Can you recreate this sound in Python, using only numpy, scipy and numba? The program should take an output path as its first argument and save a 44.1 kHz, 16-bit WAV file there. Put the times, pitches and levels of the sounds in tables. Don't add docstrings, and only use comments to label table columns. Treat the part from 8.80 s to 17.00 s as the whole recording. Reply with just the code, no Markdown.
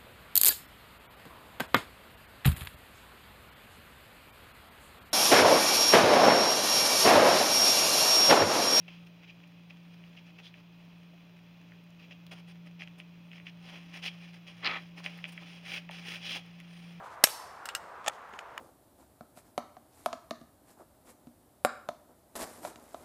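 import sys
import numpy as np
from scipy import signal
from scipy.fft import rfft, irfft
from scipy.io import wavfile
from scipy.ndimage import uniform_filter1d
from numba import njit

SR = 44100
rng = np.random.default_rng(int(sys.argv[2]) if len(sys.argv) > 2 else 0)


def pcm_store(signal):
    levels = np.round(np.clip(np.atleast_2d(signal), -1, 1) * 32767)
    wavfile.write(sys.argv[1], SR, levels.astype(np.int16).T)


N = 361619
T = np.arange(N) / SR
FREQS = np.maximum(np.arange(N // 2 + 1) * SR / N, 1)


def undb(db):
    return 10 ** (np.asarray(db) / 20)


def unit(x):
    return x / np.sqrt(np.mean(x ** 2))


def gains(points, freqs):
    hz, db = np.transpose(points)
    return undb(np.interp(np.log(freqs), np.log(hz), db))


def colour(x, points, response=1):
    return unit(irfft(rfft(x) * gains(points, FREQS) * response, N))


def resonance(hz, width, freqs):
    return 1 / (1 + 1j * (freqs ** 2 - hz ** 2) / (freqs * width))


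def walk(rate):
    hold = int(SR / rate)
    steps = np.repeat(rng.standard_normal(N // hold + 1), hold)
    smooth = uniform_filter1d(uniform_filter1d(steps, hold), hold)
    return unit(smooth[:N])


def grains(rate, spread_db):
    size = undb(spread_db * np.minimum(rng.exponential(size=N), 4))
    struck = rng.random(N) < rate / SR
    return struck * size * rng.choice([-1, 1], N)


def add(out, s, sound):
    i = max(int(s * SR), 0)
    out[i:i + len(sound)] += sound[:N - i]


# [t/s, rms level/dB]
HUM_SWELL = [(0.05, -52), (0.21, -51), (0.43, -56), (1.18, -51.5), (1.67, -56), (2.19, -52.5), (2.4, -54.5),
             (3.27, -54), (3.61, -50), (3.95, -49), (4.16, -52.5), (5.46, -49.5), (5.65, -53.5),
             (6.32, -48.5), (6.84, -52.5), (7.2, -48.5), (7.54, -52.5), (8.15, -48.5)]
# [multiple of the turning rate, rms level/dB]
WEAK_MOTOR_LINES = [(1, -86), (2, -72), (5, -74)]
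# [start t/s, end t/s, level/dB]
WHINE_SPELLS = [(0, 0.327, -86), (0.822, 1.33, -87), (1.95, 2.35, -88), (4.4, 4.9, -85)]
MOTOR_HZ = 57.22


def appliance(waver_db=0.22, whine_hz=8850, whine_width_hz=330):
    turn = 2 * np.pi * MOTOR_HZ * T
    s, db = np.transpose(HUM_SWELL)
    hum = np.sin(3 * turn) * undb(np.interp(T, s, db) + waver_db * walk(24))
    for multiple, db in WEAK_MOTOR_LINES:
        phase = 2 * np.pi * rng.random()
        hum = hum + np.sin(round(multiple) * turn + phase) * undb(db + 2.2 * walk(8.2))
    band = resonance(whine_hz, whine_width_hz, FREQS) ** 2
    whine = unit(irfft(rfft(rng.standard_normal(N)) * band, N))
    spells = sum(undb(db) * ((T > start) & (T < end)) for start, end, db in WHINE_SPELLS)
    swell = uniform_filter1d(spells, size=4000)
    pulse = 1 + .6 * np.sin(turn)
    return np.sqrt(2) * hum + whine * swell * pulse


# [f/Hz, relative level/dB]
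ROOM_COLOUR = [(25, -7), (60, 3), (130, 8), (280, 7), (450, 1), (1000, -1), (1700, -6), (2500, -2.5),
               (3400, -1.5), (5000, -11.5), (7000, -19.5), (9000, -19), (10500, -34.5), (13000, -19.5),
               (15500, -20)]
ROOM_DB = -61.5


def room_air():
    response = 1 + 1.33 * resonance(600, 21, FREQS) + 1.54 * resonance(2513, 120, FREQS)
    rush = colour(rng.standard_normal(N), ROOM_COLOUR, response)
    return undb(ROOM_DB + .5 * walk(7.6)) * rush


def settling(level_db=-74):
    ticks = grains(rate=40, spread_db=3)
    return undb(level_db) * colour(ticks, TAP_COLOUR, resonance(1860, 1600, FREQS))


# [t/s, length/s, level/dB, treble/dB, body/dB]
PAW_SCUFFS = [(0.078, 0.011, -50.5, -40, -6), (0.26, 0.015, -55.5, -20, -10), (0.424, 0.027, -57, -36, -10),
              (0.471, 0.04, -58, -36, -14), (0.63, 0.01, -57.5, -30, -16), (0.894, 0.019, -58, -37, -7),
              (1.125, 0.02, -61.5, -24, -16), (1.362, 0.033, -57, -32, -13),
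              (1.452, 0.049, -62.5, -20, -12), (1.581, 0.027, -57.5, -25, -5), (1.75, 0.059, -63, -22, -3),
              (3.189, 0.063, -60.5, -25, -10), (3.305, 0.025, -53.5, -35, -12),
              (3.509, 0.027, -47.5, -16, -5), (3.531, 0.078, -59.5, -16, -4), (3.671, 0.05, -58, -12, -10),
              (3.855, 0.023, -58, -14, -4), (3.99, 0.048, -52, -23, -12), (4.178, 0.029, -56.5, -12, -6),
              (4.524, 0.062, -59, -23, -11), (4.653, 0.047, -54, -25, -14)]
SCUFF_HZ = 2630


def scuffs(grip_s=0.0046, release_s=0.0027):
    drive = np.zeros((3, N))
    t = T[:SR // 4]
    for s, length_s, db, treble_db, body_db in PAW_SCUFFS:
        grip = 1 - np.exp(-t / grip_s)
        release = np.exp(-np.maximum(t - length_s, 0) / release_s)
        for row, share_db in zip(drive, (0, treble_db, body_db)):
            add(row, s, grip * release * undb(db + share_db))
    return drive


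PRESS_CURVE, EASE_CURVE = 1.22, 1.52


def stroke(press_s, ease_s):
    length_s = press_s + ease_s
    t = T[:int(length_s * SR)]
    rise = np.sin(np.pi / 2 * np.clip(t / press_s, 0, 1))
    fall = np.sin(np.pi / 2 * np.clip((length_s - t) / ease_s, 0, 1))
    return rise ** PRESS_CURVE * fall ** EASE_CURVE


# [t/s, level/dB]
LEAN_WEIGHT = [(0, -70.5), (1.8, -73), (2.2, -73), (4.75, -77.5), (4.85, -59), (5.47, -63), (5.62, -69.5),
               (5.8, -57.5), (6.02, -58.5), (6.12, -72), (6.27, -57), (6.75, -59), (7.04, -64.5),
               (7.39, -62), (7.66, -62.5), (8.2, -63)]
# [t/s, pressing/s, easing/s, level/dB, f/Hz, treble/dB, body/dB]
HERB_STROKES = [(0.082, 0.02, 0.17, -61, 2780, -40, -12), (1.62, 0.042, 0.048, -52, 3440, -21, -28),
                (4.805, 0.095, 0.017, -52.5, 2800, -19.5, -8), (4.905, 0.049, 0.053, -54.5, 2600, -22, -4),
                (5.114, .043, 0.053, -46.5, 2360, -18, -11), (5.217, 0.049, 0.036, -35.5, 2870, -21, -18),
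                (5.31, 0.18, 0.038, -58, 2630, -20, -17), (5.522, 0.027, 0.037, -54.5, 2500, -18, -11.5),
                (5.663, .022, 0.043, -51.5, 2740, -21, -12), (6.157, 0.031, 0.033, -51, 2280, -17, -5.5),
                (6.228, 0.033, 0.026, -43.5, 2500, -17, -10.5), (6.47, 0.022, .016, -51.5, 2660, -8, -9),
                (6.517, 0.012, 0.016, -52, 2600, -5, -11), (6.592, .04, .03, -57.5, 2550, -27, -3),
                (6.657, 0.025, 0.16, -52, 2860, -16.5, -16), (6.823, 0.13, 0.056, -40, 2560, -17.5, -14.5),
                (7.1, 0.026, 0.19, -49, 2600, -17.5, -11.5), (7.216, 0.094, .1, -41.5, 2500, -16, -13),
                (7.386, 0.14, 0.07, -38, 2980, -20, -17.5), (7.535, 0.027, 0.049, -42.5, 2820, -17, -8),
                (7.84, 0.1, 0.33, -60, 2600, -10.5, -15)]
LEAN_HZ, LEAN_TREBLE_DB, LEAN_BODY_DB = 2550, -18, -7.5
FIDGET_DB, FIDGETS_PER_S = 1.0, 22


def contact():
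    s, db = np.transpose(LEAN_WEIGHT)
    lean = undb(np.interp(T, s, db) + FIDGET_DB * walk(FIDGETS_PER_S))
    leaning = np.outer(undb([0, LEAN_TREBLE_DB, LEAN_BODY_DB]), lean) ** 2
    paws = scuffs() ** 2
    power = leaning + paws
    weighted_pitch = leaning[0] * LEAN_HZ + paws[0] * SCUFF_HZ
    for s, press_s, ease_s, db, hz, treble_db, body_db in HERB_STROKES:
        push = (stroke(press_s, ease_s) * undb(db)) ** 2
        add(weighted_pitch, s, push * hz)
        for row, share_db in zip(power, (0, treble_db, body_db)):
            add(row, s, push * undb(share_db) ** 2)
    return weighted_pitch / power[0], np.sqrt(power)


@njit
def moving_band(x, hz, width):
    y, band, low = np.empty(len(x)), 0., 0.
    for i in range(len(x)):
        g, k = np.tan(np.pi * hz[i] / SR), width[i] / hz[i]
        v = (band + g * (x[i] - low)) / (1 + g * (g + k))
        band, low, y[i] = 2 * v - band, low + 2 * g * v, k * v
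    return y


# [f/Hz, width/Hz, level/dB]
BOX_MODES = [(599, 30, 0.5), (783, 50, 5), (1046, 32, 1), (1210, 11, -19), (1268, 74, -4.5),
             (1790, 23, 3.5), (1870, 29, -7), (2327, 40, -2), (2510, 63, -3.5), (3270, 24, 4),
             (3454, 55, -2.5), (3980, 82, -9), (4040, 32, -31)]


def box(freqs, direct):
    return direct + sum(undb(db) * resonance(hz, width, freqs) for hz, width, db in BOX_MODES)


# [f/Hz, relative level/dB]
RUSTLE_COLOUR = [(900, -32), (1600, -0.5), (2000, 0), (2500, 0.5), (3300, 0.5), (4000, -3), (5200, 1),
                 (6500, -8), (8500, -26), (12000, -36)]
# [f/Hz, relative level/dB]
FUR_COLOUR = [(4000, -4), (5300, 3), (6500, 1.5), (9000, 18), (10500, 2), (13000, -6), (15500, 1)]
# [f/Hz, relative level/dB]
BOARD_COLOUR = [(120, -7), (280, 5.5), (800, 1.5), (1400, 0), (2200, -48), (4000, -23.5)]


def herbs(patchy_db=1.37, focus_hz=990.0, broad=0.16, fizz_db=-6, firm_db=-57, stalk_db=-13, flake_db=-11):
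    pitch, drive = contact()
    crumb, hiss, body = drive * undb(patchy_db * walk(110))
    modes = box(FREQS, direct=0)
    cracks = grains(rate=5000, spread_db=3)
    breadth = np.sqrt(np.clip(10 * hiss / (crumb + 1e-9), .2, 2))
    rustle = colour(cracks, RUSTLE_COLOUR, 1.5 + modes)
    rustle = moving_band(rustle, pitch, focus_hz * breadth) + broad * breadth * rustle
    rustle = unit(rustle / breadth ** 0.94)
    board = colour(cracks, BOARD_COLOUR, 0.83 + modes)
    fur = colour(grains(rate=6800, spread_db=3.5), FUR_COLOUR)
    fizz = colour(rng.standard_normal(N), [(7000, -24), (13000, 4)]) * np.sqrt(hiss / undb(firm_db))
    fur = fur + undb(fizz_db) * fizz
    stalks = colour(grains(rate=160, spread_db=3.5), TAP_COLOUR, resonance(2550, 1200, FREQS))
    flakes = colour(grains(rate=130, spread_db=1.5), FUR_COLOUR)
    rustle = rustle + undb(stalk_db) * stalks
    fur = fur + undb(flake_db) * flakes
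    return crumb * rustle + hiss * fur + body * board


def bending_wave(points, hz, width_hz, travel_ms, scatter, scatter_decay, size=4096, loss_db=0.76):
    freqs = np.maximum(np.arange(size // 2 + 1) * SR / size, 1)
    khz = freqs / 1000
    delay = np.exp(-4j * np.pi * travel_ms * np.sqrt(khz))
    path = delay * undb(-loss_db * travel_ms * khz)
    scattered = rng.standard_normal(size) * np.exp(-T[:size] / scatter_decay)
    echoes = rfft(scattered) * box(freqs, direct=0.74)
    echoes = scatter * echoes / np.sqrt(np.mean(np.abs(echoes) ** 2))
    chirp = irfft(gains(points, freqs) * resonance(hz, width_hz, freqs) * path * (1 + echoes))
    return chirp / np.abs(chirp).max()


# [t/s, peak level/dB, f/Hz]
BOARD_TAPS = [(0.0785, -38.5, 2840), (0.0806, -40, 2720), (0.085, -39, 2670), (0.432, -45, 2400),
              (0.905, -41.5, 2600), (1.237, -43.5, 2650), (1.373, -41, 2960), (1.586, -40, 2580),
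              (1.739, -39.5, 2480), (2.325, -54, 692), (2.9175, -45.5, 1790), (3.3074, -40, 2493),
              (3.4653, -40, 4150), (3.531, -54, 2420), (3.869, -45, 2090), (3.993, -45, 2350),
              (4.006, -35, 2320), (4.0181, -30, 2260), (4.073, -36, 2610), (4.199, -32.5, 2700),
              (4.514, -38, 2630), (4.53, -42, 2220), (4.579, -41.5, 2300), (4.5973, -42, 2230),
              (4.666, -32, 2650), (4.6686, -33, 2630), (4.8864, -41, 2600), (4.941, -40, 2470),
              (4.955, -38, 2490), (5.2346, -46, 2680), (5.6662, -47, 2900), (6.197, -46, 1093),
              (6.2412, -31, 4480), (6.26, -21, 2437), (6.3855, -40, 1950), (6.4397, -23.5, 2650),
              (6.4516, -30, 2640), (6.575, -31.5, 2140), (6.632, -37.5, 2650), (6.9164, -27, 2530),
              (6.977, -27, 2510), (7.089, -34, 2220), (7.0882, -36.5, 912), (7.1103, -32.5, 3190),
              (7.357, -30, 2950), (7.8, -38.5, 2480)]
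# [f/Hz, relative level/dB]
TAP_COLOUR = [(200, -55), (600, 0), (1000, -8.5), (1500, -5.5), (2000, 0.5), (2700, 1.5), (3400, 1),
              (4200, -8), (6000, -4.5), (9000, -5), (15500, -23)]
TRAVEL_MS, TYPICAL_TAP_HZ = 3.9, 2600
TRAVEL_SLOPE = .65


def taps(relative_width=0.3, floor_hz=605, floor_db=-25, floor_t60=0.098):
    out, t = np.zeros(N), T[:SR // 4]
    build_up = 1 - np.exp(-(t / 0.0043) ** 2)
    ring = np.sin(2 * np.pi * floor_hz * t) * np.exp(-np.log(1000) * t / floor_t60) * build_up
    for s, db, hz in BOARD_TAPS:
        travel_ms = TRAVEL_MS * (TYPICAL_TAP_HZ / hz) ** TRAVEL_SLOPE
        tap = bending_wave(TAP_COLOUR, hz, relative_width * hz, travel_ms, scatter=0.36, scatter_decay=0.013)
        add(out, s, undb(db) * tap)
        add(out, s, undb(db + floor_db) * ring)
    return out


# [t/s, peak level/dB, f/Hz]
LOUD_CRUMBS = [(0.2678, -54, 13000), (0.677, -55, 6000), (3.04, -55, 7000), (3.105, -55, 6500),
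               (3.466, -46, 12700), (4.1876, -48, 9100), (4.2012, -58, 8500), (6.024, -58, 5500),
               (6.377, -46, 13500), (6.493, -50, 9500), (6.5226, -47, 9370), (7.1108, -41, 9400),
               (7.558, -36, 5200), (7.662, -54, 5500), (7.8014, -44, 8350)]


def crumbs(decay=0.00095, width_hz=4500):
    out, size = np.zeros(N), 1024
    freqs = np.maximum(np.arange(size // 2 + 1) * SR / size, 1)
    for s, db, hz in LOUD_CRUMBS:
        burst = rng.standard_normal(size) * np.exp(-T[:size] / decay)
        tick = irfft(rfft(burst) * resonance(hz, width_hz, freqs))
        add(out, s, tick / np.abs(tick).max() * undb(db))
    return out


# [t/s, peak level/dB, f/Hz]
CLAW_SLIPS = [(5.8452, -21, 3600), (5.8538, -24, 4000), (5.858, -20, 4000), (5.864, -16.5, 3300),
              (5.871, -21, 3600), (5.8722, -18.5, 1500), (5.9112, -26.5, 2000)]
# [f/Hz, relative level/dB]
CLAW_COLOUR = [(100, -21), (280, -7), (600, -8.5), (850, -7.5), (1300, 1.5), (1600, -5.5), (2000, 4),
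               (3300, -3.5), (5200, -20), (6000, -25.5), (9000, -38), (15500, -45)]
# [f/Hz, relative level/dB]
SLIP_COLOUR = [(200, -21), (700, -11), (1400, -15), (2000, 5), (3200, -1), (4300, 7.5), (5200, 4),
               (6000, -15), (9000, -13), (15500, -26)]
DRAG_START_S, DRAG_LIFT_S, DRAG_BITE_S, DRAG_RELEASE_S = 5.816, 5.972, 0.034, 0.015
DRAG_DB, DRAG_SAG_DB_PER_S = -31, 44.5


def claw():
    t = np.maximum(T - DRAG_START_S, 0)
    bite = np.minimum(t / DRAG_BITE_S, 1) ** 2
    lift = np.exp(-np.maximum(T - DRAG_LIFT_S, 0) / DRAG_RELEASE_S)
    judder = colour(grains(rate=6000, spread_db=1.5), CLAW_COLOUR, box(FREQS, direct=0.89))
    out = judder * bite * lift * undb(DRAG_DB - DRAG_SAG_DB_PER_S * t)
    for s, db, hz in CLAW_SLIPS:
        crack = bending_wave(SLIP_COLOUR, hz, width_hz=2700, travel_ms=3.5, scatter=0.81, scatter_decay=0.0015)
        add(out, s, undb(db) * crack)
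    return out


def walls(x, wet_db=-14, t60=0.19):
    t = T[:SR // 2]
    tail = rng.standard_normal(len(t)) * np.exp(-np.log(1000) * t / t60) * (t > .004)
    return x + undb(wet_db) * signal.fftconvolve(x, tail / np.linalg.norm(tail))[:N]


def scene():
    cat = settling() + herbs() + taps() + crumbs() + claw()
    return (appliance() + room_air() + walls(cat))[None]


# [f/Hz, width/Hz]
MICROPHONE_DIPS = [(3675, 220), (4380, 235), (8010, 2100), (11710, 900)]
TOP_HZ = 15800


def record(dry):
    response = np.prod([1 - .95 * resonance(hz, width, FREQS) for hz, width in MICROPHONE_DIPS], axis=0)
    heard = irfft(rfft(dry) * response, N)
    top_edge = signal.ellip(12, .2, 70, TOP_HZ, fs=SR, output="sos")
    return signal.sosfilt(top_edge, heard)


dry = scene()
out = record(dry)
pcm_store(out)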